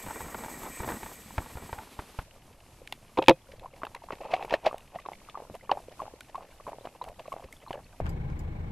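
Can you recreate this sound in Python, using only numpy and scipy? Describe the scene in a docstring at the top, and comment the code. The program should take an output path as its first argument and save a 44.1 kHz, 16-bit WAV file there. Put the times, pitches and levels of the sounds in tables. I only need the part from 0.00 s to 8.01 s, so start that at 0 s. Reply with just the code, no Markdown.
"""A dog laps at a rock pool: low blips and small plinks ring as damped sines, bubbles gurgle, contacts tick.
Blows ring the damped modes of a camera case; each part has its own dull colouring; a paw thuds on rock.
Before this, a bicycle rolls away over bare rock: shaped noise makes tyre crunch, freewheel hiss and rumble,
with jolts and one creak. A faint noise floor and breeze lie behind; the sound is almost mono."""
import sys
import numpy as np
from scipy import signal
from scipy.fft import rfft, irfft, next_fast_len
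from scipy.io import wavfile
from scipy.ndimage import map_coordinates

SR = 44100
rng = np.random.default_rng(int(sys.argv[2]) if len(sys.argv) > 2 else 0)


def dump_mix(stems):
    """Bounce the given channels to the path in sys.argv[1] as a 16-bit WAV at rate SR."""
    frames = np.atleast_2d(stems).T  # one column per channel
    limited = np.clip(frames, -1, 1)  # hard clip at full scale
    pcm = np.round(limited * 32767).astype(np.int16)
    wavfile.write(sys.argv[1], SR, pcm)


N = 353241


def amp(db):
    """Decibels to linear gain."""
    return 10 ** (np.asarray(db) / 20)


def unit(x):
    """Scales a signal to rms 1."""
    return x / np.sqrt(np.mean(x ** 2) + 1e-20)


def along(points, hz):
    """Reads a (Hz, value) curve on a log frequency axis."""
    f, v = np.transpose(points)
    return np.interp(np.log(hz + 1), np.log(f + 1), v)


def curves(rows):
    """Draws one automation curve, a value per sample, for each column after the time."""
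    s, *cols = np.transpose(rows)
    return [np.interp(np.arange(N) / SR, s, c) for c in cols]


def wobble(rate):
    """A smooth random curve with rate knots a second."""
    return map_coordinates(rng.standard_normal(int(N * rate / SR) + 4), [np.arange(N) * rate / SR])


def filtered(x, response):
    """Multiplies the spectrum of x by a response of frequency."""
    m = next_fast_len(N + SR // 2)
    return irfft(rfft(x, m) * response(np.fft.rfftfreq(m, 1 / SR)), m)[..., :N]


def noise(spectrum, rough_db, rate):
    """Coloured noise of rms 1 whose level flutters."""
    raw = rng.standard_normal(N) * amp(rough_db * wobble(rate))
    return unit(filtered(raw, lambda hz: amp(along(spectrum, hz))))


def place(times, sounds):
    """Sums one row of sound for each start time."""
    at = np.round(np.asarray(times) * SR).astype(int)[:, None] + np.arange(sounds.shape[1])
    return np.bincount(at.ravel(), sounds.ravel(), N + SR)[:N]


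def blips(db, hz, t60, rise, attack, size):
    """Damped sines, one row each; the pitch climbs by the share rise over the decay time."""
    t = np.arange(size) / SR
    db, hz, t60 = (np.asarray(v)[:, None] for v in (db, hz, t60))
    turns = hz * (t + .5 * rise * t * t / t60)
    envelope = amp(db - 60 * t / t60) * (1 - np.exp(-t / attack))
    return envelope * np.sin(2 * np.pi * turns)


def bursts(times, db, t60, attack, size, band_hz):
    """Short decaying bursts of band-passed noise, each scaled to its stated peak."""
    t = np.arange(size) / SR
    envelope = amp(-60 * t / t60) * (1 - np.exp(-t / attack))
    rows = rng.standard_normal((len(times), size)) * envelope
    rows = signal.sosfilt(signal.butter(3, band_hz, "bandpass", fs=SR, output="sos"), rows)
    peaks = np.abs(rows).max(1, keepdims=True)
    return place(times, rows / peaks * amp(db)[:, None])


def swells(top_s, db, width_s):
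    """Rounded level swells, 10 dB down at width_s either side of the top."""
    t = (np.arange(8192) - 4096) / SR
    return place(top_s + t[0], amp(db[:, None] - 10 * np.abs(t / width_s) ** 1.4))


# Low pitched blips, plops of water and some knocks on the case: start_s [s],
# level_db [dB, before the ring and wash trims], pitch_hz [Hz, before a 0.96 scaling], t60_s [s]
LOW_BLIPS = [(2.817, -41, 515, 0.023), (2.925, -32.5, 800, 0.01), (3.537, -38.5, 540, 0.02),
             (3.646, -35, 750, 0.017), (3.658, -34.5, 1030, 0.023), (3.818, -35, 1130, 0.017),
             (3.834, -19.5, 1180, 0.0044), (3.849, -32.5, 830, 0.013), (3.868, -30, 1200, 0.0077),
             (3.948, -35.5, 990, 0.023), (4.02, -43, 920, 0.028), (4.087, -34, 1015, 0.01),
             (4.106, -23, 1110, 0.0068), (4.131, -23.5, 655, 0.0022), (4.209, -39, 690, 0.03),
             (4.244, -39, 705, 0.033), (4.311, -32, 630, 0.039), (4.33, -42, 835, 0.035),
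             (4.336, -14.5, 730, 0.034), (4.365, -28, 740, 0.0079), (4.409, -32.5, 775, 0.033),
             (4.426, -28, 790, 0.015), (4.448, -26, 720, 0.0046), (4.48, -38, 900, 0.012),
             (4.506, -29, 910, 0.024), (4.526, -14.5, 730, 0.0075), (4.539, -14, 610, 0.026),
             (4.548, -23, 590, 0.015), (4.651, -30, 700, 0.014), (4.665, -11.5, 695, 0.016),
             (4.671, -16.5, 634, 0.029), (4.711, -34, 1160, 0.0227), (4.729, -26.5, 830, 0.0072),
             (4.744, -26, 680.9, 0.0095), (4.949, -36, 768, 0.011), (4.958, -28, 700, 0.026),
             (4.987, -40.5, 1150, 0.029), (5.053, -38.5, 1160, 0.023), (5.06, -32, 1080, 0.017),
             (5.087, -25.5, 850, 0.012), (5.118, -32, 780, 0.0096), (5.345, -36.5, 960, 0.013),
             (5.353, -30.5, 1163, 0.027), (5.374, -31, 840, 0.012), (5.402, -32.5, 680, 0.01),
             (5.499, -32.5, 560, 0.0063), (5.551, -39, 690, 0.037), (5.694, -20.5, 1105, 0.018),
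             (5.701, -28, 1010, 0.025), (5.716, -10.5, 826, 0.015), (5.727, -32, 590, 0.06),
             (5.772, -26.5, 810, 0.021), (5.884, -35, 503, 0.017), (5.994, -36, 1010, 0.022),
             (6.001, -28.5, 1110, 0.029), (6.019, -25, 770, 0.0074), (6.065, -36, 890, 0.0072),
             (6.138, -36, 467, 0.016), (6.346, -31, 950, 0.019), (6.353, -27.5, 1094, 0.032),
             (6.38, -32, 730, 0.022), (6.667, -32, 1044, 0.024), (6.677, -28, 640, 0.0055),
             (6.684, -30, 800, 0.0086), (6.691, -29.5, 680, 0.013), (6.72, -34.5, 640, 0.01),
             (6.731, -33.5, 900, 0.013), (6.785, -35.5, 620, 0.0098), (6.81, -40, 520, 0.018),
             (6.853, -28.5, 646, 0.012), (6.872, -27.5, 790, 0.0058), (7.014, -28, 983, 0.03),
             (7.042, -33, 840, 0.0067), (7.083, -35, 830, 0.012), (7.117, -44, 650, 0.025),
             (7.199, -36, 700, 0.014), (7.281, -33.5, 624, 0.021), (7.32, -29.5, 1110, 0.038),
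             (7.339, -29, 674, 0.01), (7.365, -29, 734, 0.009), (7.396, -42, 720, 0.025),
             (7.447, -41, 520, 0.025), (7.674, -40, 940, 0.03), (7.681, -39, 1000, 0.015),
             (7.707, -23, 620, 0.0051), (7.739, -33.5, 570, 0.042), (7.755, -38, 644, 0.018),
             (7.775, -41, 765, 0.025), (7.791, -41.5, 830, 0.012), (8.002, -19, 635, 0.0097)]
# Wet noise around low blips and stirred water: frequency_hz [Hz], density_db [relative dB per Hz]
WASH_SPECTRUM = [(200, -24), (420, -4), (650, -4), (1100, -6), (1450, -21.5), (2600, -21.5), (5000, -53)]
# Fine spray, strongest in a band near the vent of the case: frequency_hz [Hz], density_db [relative dB per Hz]
FIZZ_SPECTRUM = [(1200, -18), (1700, -3), (2250, -0.5), (2600, 0), (3000, -3), (3500, -9), (5000, -12.5),
                 (9000, -30), (14000, -43)]
BLIP_ATTACK = 0.051  # share of a blip's decay time


def low_blips():
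    """A damped sine rings briefly, climbing in pitch, with a ragged wet wash and a little spray."""
    s, db, hz, t60 = np.transpose(LOW_BLIPS)
    attack = BLIP_ATTACK * t60[:, None]
    ring = place(s, blips(db + 7.5, 0.96 * hz, t60, rise=0.19, attack=attack, size=2048))
    t = np.arange(2048) / SR
    swell = place(s, amp(db[:, None] - 14.0 - 60 * t / 0.047) * (1 - np.exp(-t / 0.00055)))
    wash = noise(WASH_SPECTRUM, rough_db=4.5, rate=200)
    spray = amp(-19) * noise(FIZZ_SPECTRUM, rough_db=6, rate=200)
    return ring + swell * (wash + spray)


VENT_HZ, VENT_SCATTER = 2580, 0.084  # pitch of the case vent; log spread of contact pitches around it


def bubble_stream():
    """Small air bubbles ring at random moments, each a short damped sine of rising pitch; rms 1."""
    draw = rng.random((2600, 2))
    hz = 720 * np.exp(.5 * np.tanh(0.63 * rng.standard_normal(len(draw))))
    size_db = -3 * np.log(draw[:, 1] + 0.0085)
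    return unit(place(8 * draw[:, 0], blips(size_db, hz, 12 / hz, rise=0.19, attack=0.00036, size=1024)))


# The tongue scoops, then water falls back: start_s [s], gurgle_db [dB],
# fall_s [s after start_s], fall_gurgle_db [dB]
LAPS = [(3.58, -53, 0.171, -64.5), (3.83, -65, 0.13, -45.5), (4.099, -53, 0.028, -40),
        (5.059, -58, 0.15, -66), (5.35, -48, 0.2, -41), (5.701, -41, 0.22, -54), (5.998, -46.5, .14, -70),
        (6.356, -47.5, 0.16, -53.5), (6.67, -54, 0.187, -42.5), (7.017, -46, .185, -40),
        (7.321, -51, 0.12, -44.5), (7.69, -43.5, 0.26, -61)]
# A paw stirs the water: time_s [s], gurgle_db [dB]
STIR = [(4.195, -85), (4.208, -47.5), (4.255, -42), (4.28, -52), (4.34, -33), (4.39, -47), (4.42, -42),
        (4.48, -58), (4.535, -27), (4.57, -47.5), (4.605, -60), (4.63, -53), (4.666, -29), (4.72, -56.5),
        (4.8, -62.5), (4.9, -103), (4.955, -40.5), (5.0, -84)]
# The tongue touches the surface just before a scoop; the fizz is relative to its gurgle
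DIP_S, DIP_WIDTH_S, DIP_DB, DIP_FIZZ_DB = -0.059, 0.0078, -55, -7
SCOOP_TOP_S, SCOOP_WIDTH_S, SCOOP_FIZZ_DB = 0.062, 0.031, -25  # the swell after a scoop
BACK_WIDTH_S, BACK_FIZZ_DB = 0.0095, -13  # the swell of the falling water
STIR_FIZZ_DB, STIR_WASH_DB = -10.5, -9  # fizz and wet noise relative to the paw's gurgle
VENT_WIDTH_HZ, VENT_RING_DB = 180, -4  # stirred water sings in the vent; level relative to its fizz


def slosh():
    """Many small bubbles gurgle with a fine fizz: three swells in every lap, and under the stirring paw."""
    s, db, back_s, back_db = np.transpose(LAPS)
    dip = swells(s + DIP_S, DIP_DB + 0 * s, DIP_WIDTH_S)
    scoop = swells(s + SCOOP_TOP_S, db, SCOOP_WIDTH_S)
    back = swells(s + back_s, back_db, BACK_WIDTH_S)
    t = np.arange(N) / SR
    stir = amp(curves(STIR)[0]) * (t > STIR[0][0]) * (t < STIR[-1][0])

    gurgle = (amp(-63) + dip + scoop + back + stir) * bubble_stream()
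    fizz_level = amp(-68) + amp(SCOOP_FIZZ_DB) * scoop + amp(BACK_FIZZ_DB) * back + amp(DIP_FIZZ_DB) * dip
    fizz = fizz_level * noise(FIZZ_SPECTRUM, rough_db=5.0, rate=180)

    vent_response = lambda f: VENT_WIDTH_HZ / np.hypot(2 * (f - VENT_HZ), VENT_WIDTH_HZ)
    vent = unit(filtered(rng.standard_normal(N), vent_response))
    stir_fizz = noise(FIZZ_SPECTRUM, rough_db=6.0, rate=160) + amp(VENT_RING_DB) * vent
    stir_wash = noise(WASH_SPECTRUM, rough_db=3.0, rate=93)
    stirred = stir * (amp(STIR_FIZZ_DB) * stir_fizz + amp(STIR_WASH_DB) * stir_wash)
    return gurgle + stirred + fizz


# Small plinks from drops, plops and stirred water: start_s [s], level_db [dB], pitch_hz [Hz, at the start]
PLINKS = [(3.49, -41.5, 520), (3.621, -40.5, 522), (3.735, -42, 520), (3.967, -40.5, 2000),
          (4.232, -49, 1900), (4.51, -36, 1750), (4.539, -18, 1730), (4.955, -42, 1780),
          (4.987, -38.5, 1940), (5.063, -45.5, 3680), (5.133, -36.5, 2130), (5.287, -35.5, 1170),
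          (5.61, -42, 1990), (6.208, -38, 1430), (6.6, -38.5, 1104), (7.02, -39.5, 3840),
          (7.256, -39, 1090), (7.325, -39, 2150), (7.526, -35.5, 2080), (7.566, -46, 3350),
          (7.602, -51, 2900), (7.624, -50, 1950), (7.624, -52, 1250), (7.664, -38.5, 1100),
          (7.682, -43, 4000), (7.731, -38, 1640), (7.743, -44, 2800), (7.773, -46, 1640),
          (7.844, -48, 4300), (7.865, -53, 2500), (7.928, -50, 1470)]


def plinks():
    """Small damped sines with rising pitch; many mostly fainter ones sound at random."""
    s, db, hz = np.transpose(PLINKS)
    draw = rng.random((150, 3))
    s = np.r_[s, 3.4 + 4.6 * draw[:, 0]]
    db = np.r_[db, -64 + 13 * draw[:, 1]]
    hz = np.r_[hz, 1000 * 4.5 ** draw[:, 2]]
    return place(s, blips(db, hz, 0.014 + 18 / hz, rise=0.22, attack=0.00056, size=1024))


# Sharp contacts of drops, lips, claws and grit: start_s [s], level_db [dB, peak of the crack],
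# treble_db [dB relative to level_db, before a small trim]
TICKS = [(2.31, -47, -12), (2.874, -32.5, -10), (2.924, -24, -10), (3.173, -32, -20), (3.177, -31.5, -25),
         (3.186, -25, -29), (3.224, -25, -21), (3.239, -33, -18.5), (3.261, -38, -16), (3.272, -37, -17),
         (3.283, -4.5, -21.5), (3.294, -5, -18), (3.302, -26, -20), (3.309, -24, -31), (3.595, -42, -14),
         (3.851, -35, -12), (3.867, -41, -29), (3.948, -31, -10.5), (4.153, -43.5, -11), (4.334, -37, -30),
         (4.338, -21.5, -38), (4.364, -34, -21), (4.425, -35.5, -20), (4.45, -38.5, -8), (4.496, -35, -16),
         (4.508, -30.5, -27), (4.532, -35, -29), (4.539, -18.5, -23), (4.655, -55, -23.5),
         (4.665, -20, -25), (4.781, -42.5, 1), (4.806, -48, -18), (5.132, -44, -26), (5.297, -38.5, -21),
         (5.551, -46, 1), (5.714, -22.5, -39), (6.207, -38.5, -1.5), (6.356, -40, -12), (6.853, -46, -14),
         (7.04, -44.5, 1.5), (7.087, -43, -6), (7.194, -41, -17), (7.277, -47, -8), (7.326, -44, -2.5),
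         (7.526, -48, 6.5), (7.729, -36, -16)]


def ticks():
    """A contact rings near the vent's pitch over a wide crack and a treble snap; a softer scatter trails it."""
    s, db, treble_db = np.transpose(TICKS)
    hz = VENT_HZ * np.exp(VENT_SCATTER * rng.standard_normal(len(s)))
    ring = place(s, blips(db + 0.5, hz, 0.013 + 0 * s, rise=0, attack=0.00057, size=1024))
    crack = bursts(s, db, t60=0.013, attack=0.00044, size=1024, band_hz=[1450, 3900])
    treble = bursts(s, db + treble_db + 0.5, t60=0.0097, attack=0.00079, size=1024, band_hz=[4500, 13000])
    spray = bursts(s, db - 21, t60=0.06, attack=0.003, size=2048, band_hz=[2000, 3900])
    return ring + crack + treble + spray


# Blows on the case: start_s [s], level_db [dB, before the part trims],
# tilt_db [dB per octave from the second mode, up to 1 kHz]
KNOCKS = [(3.173, -25, 9), (3.177, -16.5, 10), (3.187, -5, -9), (3.219, -21, 2), (3.23, -24, 2),
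          (3.283, 2.5, 0), (3.294, -1.5, -4.5), (3.303, -5.5, -4), (3.309, -8, 1)]
# Modes of the case: pitch_hz [Hz], level_db [dB relative to the blow, before its trim], t60_s [s]
CASE_MODES = [(330, -5, 0.04), (525, -4, 0.065), (690, -4, 0.025), (880, 2.5, 0.028), (2520, -35, 0.12),
              (3300, -35, 0.068), (3670, -45, 0.07)]


def knocks():
    """Every blow is a rough thud and a low push that ring the same case modes at new strengths."""
    hz, level_db, t60 = np.transpose(CASE_MODES)
    octaves = np.log2(np.minimum(hz, 1000) / hz[1])
    rows = []
    for _, blow_db, tilt_db in KNOCKS:
        mode_db = blow_db - 4.5 + level_db + tilt_db * octaves + rng.normal(0, 3.1, len(hz))
        rows.append(blips(mode_db, hz, t60, rise=0, attack=0.00073, size=4096).sum(0))
    s, db, _ = np.transpose(KNOCKS)
    thud = bursts(s, db - 6.5, t60=0.025, attack=0.0026, size=2048, band_hz=[330, 950])
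    push = blips(db - 27.0, 110 + 0 * s, 0.12 + 0 * s, rise=0.99, attack=0.016, size=4096)
    return place(s, np.array(rows) + push) + thud


# A paw shifts on the rock: start_s [s], level_db [dB peak]
THUDS = [(4.953, -42), (5.499, -38), (7.44, -42), (7.705, -51)]


def thuds():
    """Soft low pushes through the rock, as low-band noise bursts."""
    s, db = np.transpose(THUDS)
    return bursts(s, db, t60=0.059, attack=0.003, size=4096, band_hz=[30, 220])


# Bumps under the bicycle: start_s [s], level_db [dB, before the part trims],
# thump_db [dB relative to level_db, before a 3 dB lift]
JOLTS = [(0.063, -32, -9), (0.084, -31, -5), (0.099, -32.5, -12), (0.107, -27.5, -16), (0.158, -33, -8),
         (0.205, -27, -13), (0.216, -34, -10), (0.244, -38, -20), (0.258, -35, -18), (0.282, -36, -7),
         (0.345, -24.5, -25), (0.387, -35, -15), (0.436, -30.5, -20), (0.444, -29, -22), (0.46, -32.5, -8),
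         (0.483, -32.5, -23), (0.632, -33, -15), (0.652, -34.5, -12), (0.803, -27, 0.5),
         (0.832, -27.5, -13), (0.844, -28, -13), (0.887, -24.5, -10), (0.903, -29, -18),
         (0.919, -25.5, -27), (1.031, -30, -6), (1.061, -31, -16), (1.306, -37, -5), (1.38, -18.5, -1.5),
         (1.46, -35.5, -10), (1.554, -39.5, 12), (1.57, -32, -2), (1.693, -36, -12), (1.728, -23, -5),
         (1.785, -31, -5), (1.99, -26, -3), (1.996, -31.5, -18), (2.188, -24, 1.5), (2.194, -33, -1.5)]
SHAKE_DB, SHAKE_T60_S = -24, 0.13  # the shaking that a jolt leaves, relative to the jolt; its decay


def jolts():
    """Each bump is a dull rattle with a faint bright edge, a ring of the frame and one slow push and rebound."""
    s, db, thump_db = np.transpose(JOLTS)
    thump = blips(db + thump_db + 3.0, 80 + 0 * s, 0.038 + 0 * s, rise=-0.1, attack=0.0011, size=2048)
    frame = blips(db - 2.0, 900 + 0 * s, 0.027 + 0 * s, rise=0, attack=0.0006, size=2048)
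    rattle = bursts(s, db - 3.0, t60=0.032, attack=0.00075, size=2048, band_hz=[300, 1700])
    edge = bursts(s, db - 16, t60=0.018, attack=0.0008, size=2048, band_hz=[1700, 4000])
    return rattle + edge + place(s, thump + frame)


def shaking(s, db):
    """The decaying level of shaking that each jolt leaves behind."""
    decay = amp(SHAKE_DB - 60 * np.arange(8192) / SR / SHAKE_T60_S)
    return place(s, amp(db)[:, None] * decay)


# Grit under the tyres: frequency_hz [Hz], density_db [relative dB per Hz]
CRUNCH_SPECTRUM = [(120, -64), (200, -2.5), (616, -6), (1020, -6), (2140, -19.5), (2360, -29), (2820, -68),
                   (3500, -26), (4550, -36), (7700, -120)]


def crunch(ground_db):
    """Tyres grind grit: ragged noise follows the ground's roughness and the shaking after jolts."""
    s, db, _ = np.transpose(JOLTS)
    level = (amp(ground_db) + shaking(s, db)) * amp(-4.0 + 1.4 * wobble(22.44))
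    return level * noise(CRUNCH_SPECTRUM, rough_db=3.5, rate=180)


# Low rolling noise: frequency_hz [Hz], density_db [relative dB per Hz]
RUMBLE_SPECTRUM = [(12, -51), (20, 8.5), (166, 2.5), (209, 4), (300, -5), (390, -76), (660, -120)]
RUMBLE_DB = -7  # relative to the ground's roughness


def rumble(ground_db):
    """Rolling over rock makes low noise, raised by the shaking after each thump."""
    s, db, thump_db = np.transpose(JOLTS)
    level = amp(ground_db + RUMBLE_DB) + shaking(s, db + thump_db + 3)
    return level * noise(RUMBLE_SPECTRUM, rough_db=4.5, rate=33)


# Freewheel hiss: frequency_hz [Hz], density_db [relative dB per Hz]
HISS_SPECTRUM = [(1530, -26), (2600, -20), (2820, -12), (5880, -5.5), (8070, 3), (9510, -12), (10800, -6),
                 (12300, 3), (13500, 0.5), (13800, -13.5)]
# Parts of the wheel that sing: pitch_hz [Hz], width_hz [Hz], level_db [relative dB]
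WHEEL_BANDS = [(1895, 71, 1.5), (2332, 67, 0.5), (6480, 62, -9), (7890, 160, -3), (8360, 200, -9),
               (9000, 110, -15)]


def freewheel(hiss_db):
    """The freewheel hisses while noise excites narrow resonant bands of the wheel."""
    bands = lambda f: sum(amp(db) * w / np.hypot(2 * (f - c), w) for c, w, db in WHEEL_BANDS)
    excitation = rng.standard_normal(N) * amp(2.9 * wobble(25))
    singing = amp(hiss_db + 1.4 * wobble(9.7)) * unit(filtered(excitation, bands))
    hiss = amp(hiss_db + 0.2 * wobble(17.3)) * noise(HISS_SPECTRUM, rough_db=2.0, rate=68)
    return hiss + singing


CREAK_S, CREAK_LENGTH_S = 1.785, 0.03  # middle and half length
CREAK_DB, CREAK_HZ, CREAK_RISE = -45, 850, 0.14  # mid level, middle pitch, share climbed over its length


def creak():
    """The frame creaks once: a climbing tone with a rough level."""
    t = np.arange(N) / SR - CREAK_S
    hz = CREAK_HZ * (1 + .5 * CREAK_RISE * np.clip(t / CREAK_LENGTH_S, -2, 1))
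    level_db = CREAK_DB - 10 * (t / CREAK_LENGTH_S) ** 2 + 6.3 * wobble(250)
    return amp(level_db) * np.sin(2 * np.pi * np.cumsum(hz) / SR)


def ride_air():
    """Open air around the bicycle, as faint bright noise."""
    spectrum = [(1500, -9.5), (2500, -3.0), (7000, -11.5), (12500, -9.0), (13200, -80)]  # Hz, relative dB
    return amp(-57) * noise(spectrum, rough_db=2.0, rate=30)


# The bicycle moves away: time_s [s], hiss_db [dB], ground_db [dB, roughness of the ground before part trims]
RIDE = [(0.01, -49.5, -45), (0.35, -52.5, -41), (0.54, -51, -44), (0.64, -51, -38.5), (0.75, -51.5, -46),
        (0.9, -47.5, -36), (1.01, -51.5, -46.5), (1.3, -58.5, -50.5), (1.6, -59, -46.5), (1.79, -60.5, -49),
        (1.87, -69, -52.5), (2.22, -81.5, -54)]


def ride():
    """The bicycle rolls away as its freewheel and tyre noise fade."""
    hiss_db, ground_db = curves(RIDE)
    return freewheel(hiss_db) + crunch(ground_db) + rumble(ground_db) + jolts() + creak() + ride_air()


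# Noise floor at the pool: frequency_hz [Hz], density_db [relative dB per Hz]
FLOOR_SPECTRUM = [(12, -36), (20, -3.5), (60, -13), (147, -15), (358, -18.5), (482, -28), (1310, -28),
                  (1810, -33.5), (12600, -35), (16400, -84.5), (22000, -120)]
FLOOR_DB, FLOOR_TOP_HZ = -59, 13000  # level before the band limit; the band limit


def noise_floor():
    """A faint steady noise floor, band-limited at 13 kHz."""
    floor = noise(FLOOR_SPECTRUM, rough_db=1.9, rate=22)
    return amp(FLOOR_DB) * filtered(floor, lambda hz: hz < FLOOR_TOP_HZ)


def breeze():
    """Puffs of breeze, as low noise whose level drifts."""
    spectrum = [(20, -0.5), (120, -6), (300, -20.0), (600, -120)]  # Hz, relative dB
    return amp(-60.5 + 3.4 * wobble(7)) * noise(spectrum, rough_db=1.5, rate=35)


def pool():
    """The dog at the water, over the noise floor and the breeze."""
    return low_blips() + slosh() + plinks() + ticks() + knocks() + thuds() + noise_floor() + breeze()


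# Hiss that differs between the channels: frequency_hz [Hz], density_db [relative dB per Hz]
SPREAD_SPECTRUM = [(20, -28), (1500, -30.5), (3000, -25.5), (5000, -24.5), (9000, -26), (12000, -50)]


def channel_hiss():
    """Very faint noise, added to one channel and subtracted from the other, widens the image."""
    return amp(-70.5) * noise(SPREAD_SPECTRUM, rough_db=4.0, rate=3.98)


CUT_S = 2.228  # the ride gives way to the pool


def scene():
    """The ride, then the pool after a quick 11 ms crossfade, with slight stereo hiss."""
    after = np.clip((np.arange(N) / SR - CUT_S) / 0.011, 0, 1)
    mid = (1 - after) * ride() + after * pool()
    side = channel_hiss()
    return np.array([mid + side, mid - side])


TOP_HZ = 15700  # band limit


def record(dry):
    """The loudest knocks flatten at full scale; nothing is kept above the band limit."""
    return filtered(np.clip(dry, -1, 1), lambda hz: hz < TOP_HZ)


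dry = scene()
out = record(dry)
dump_mix(out)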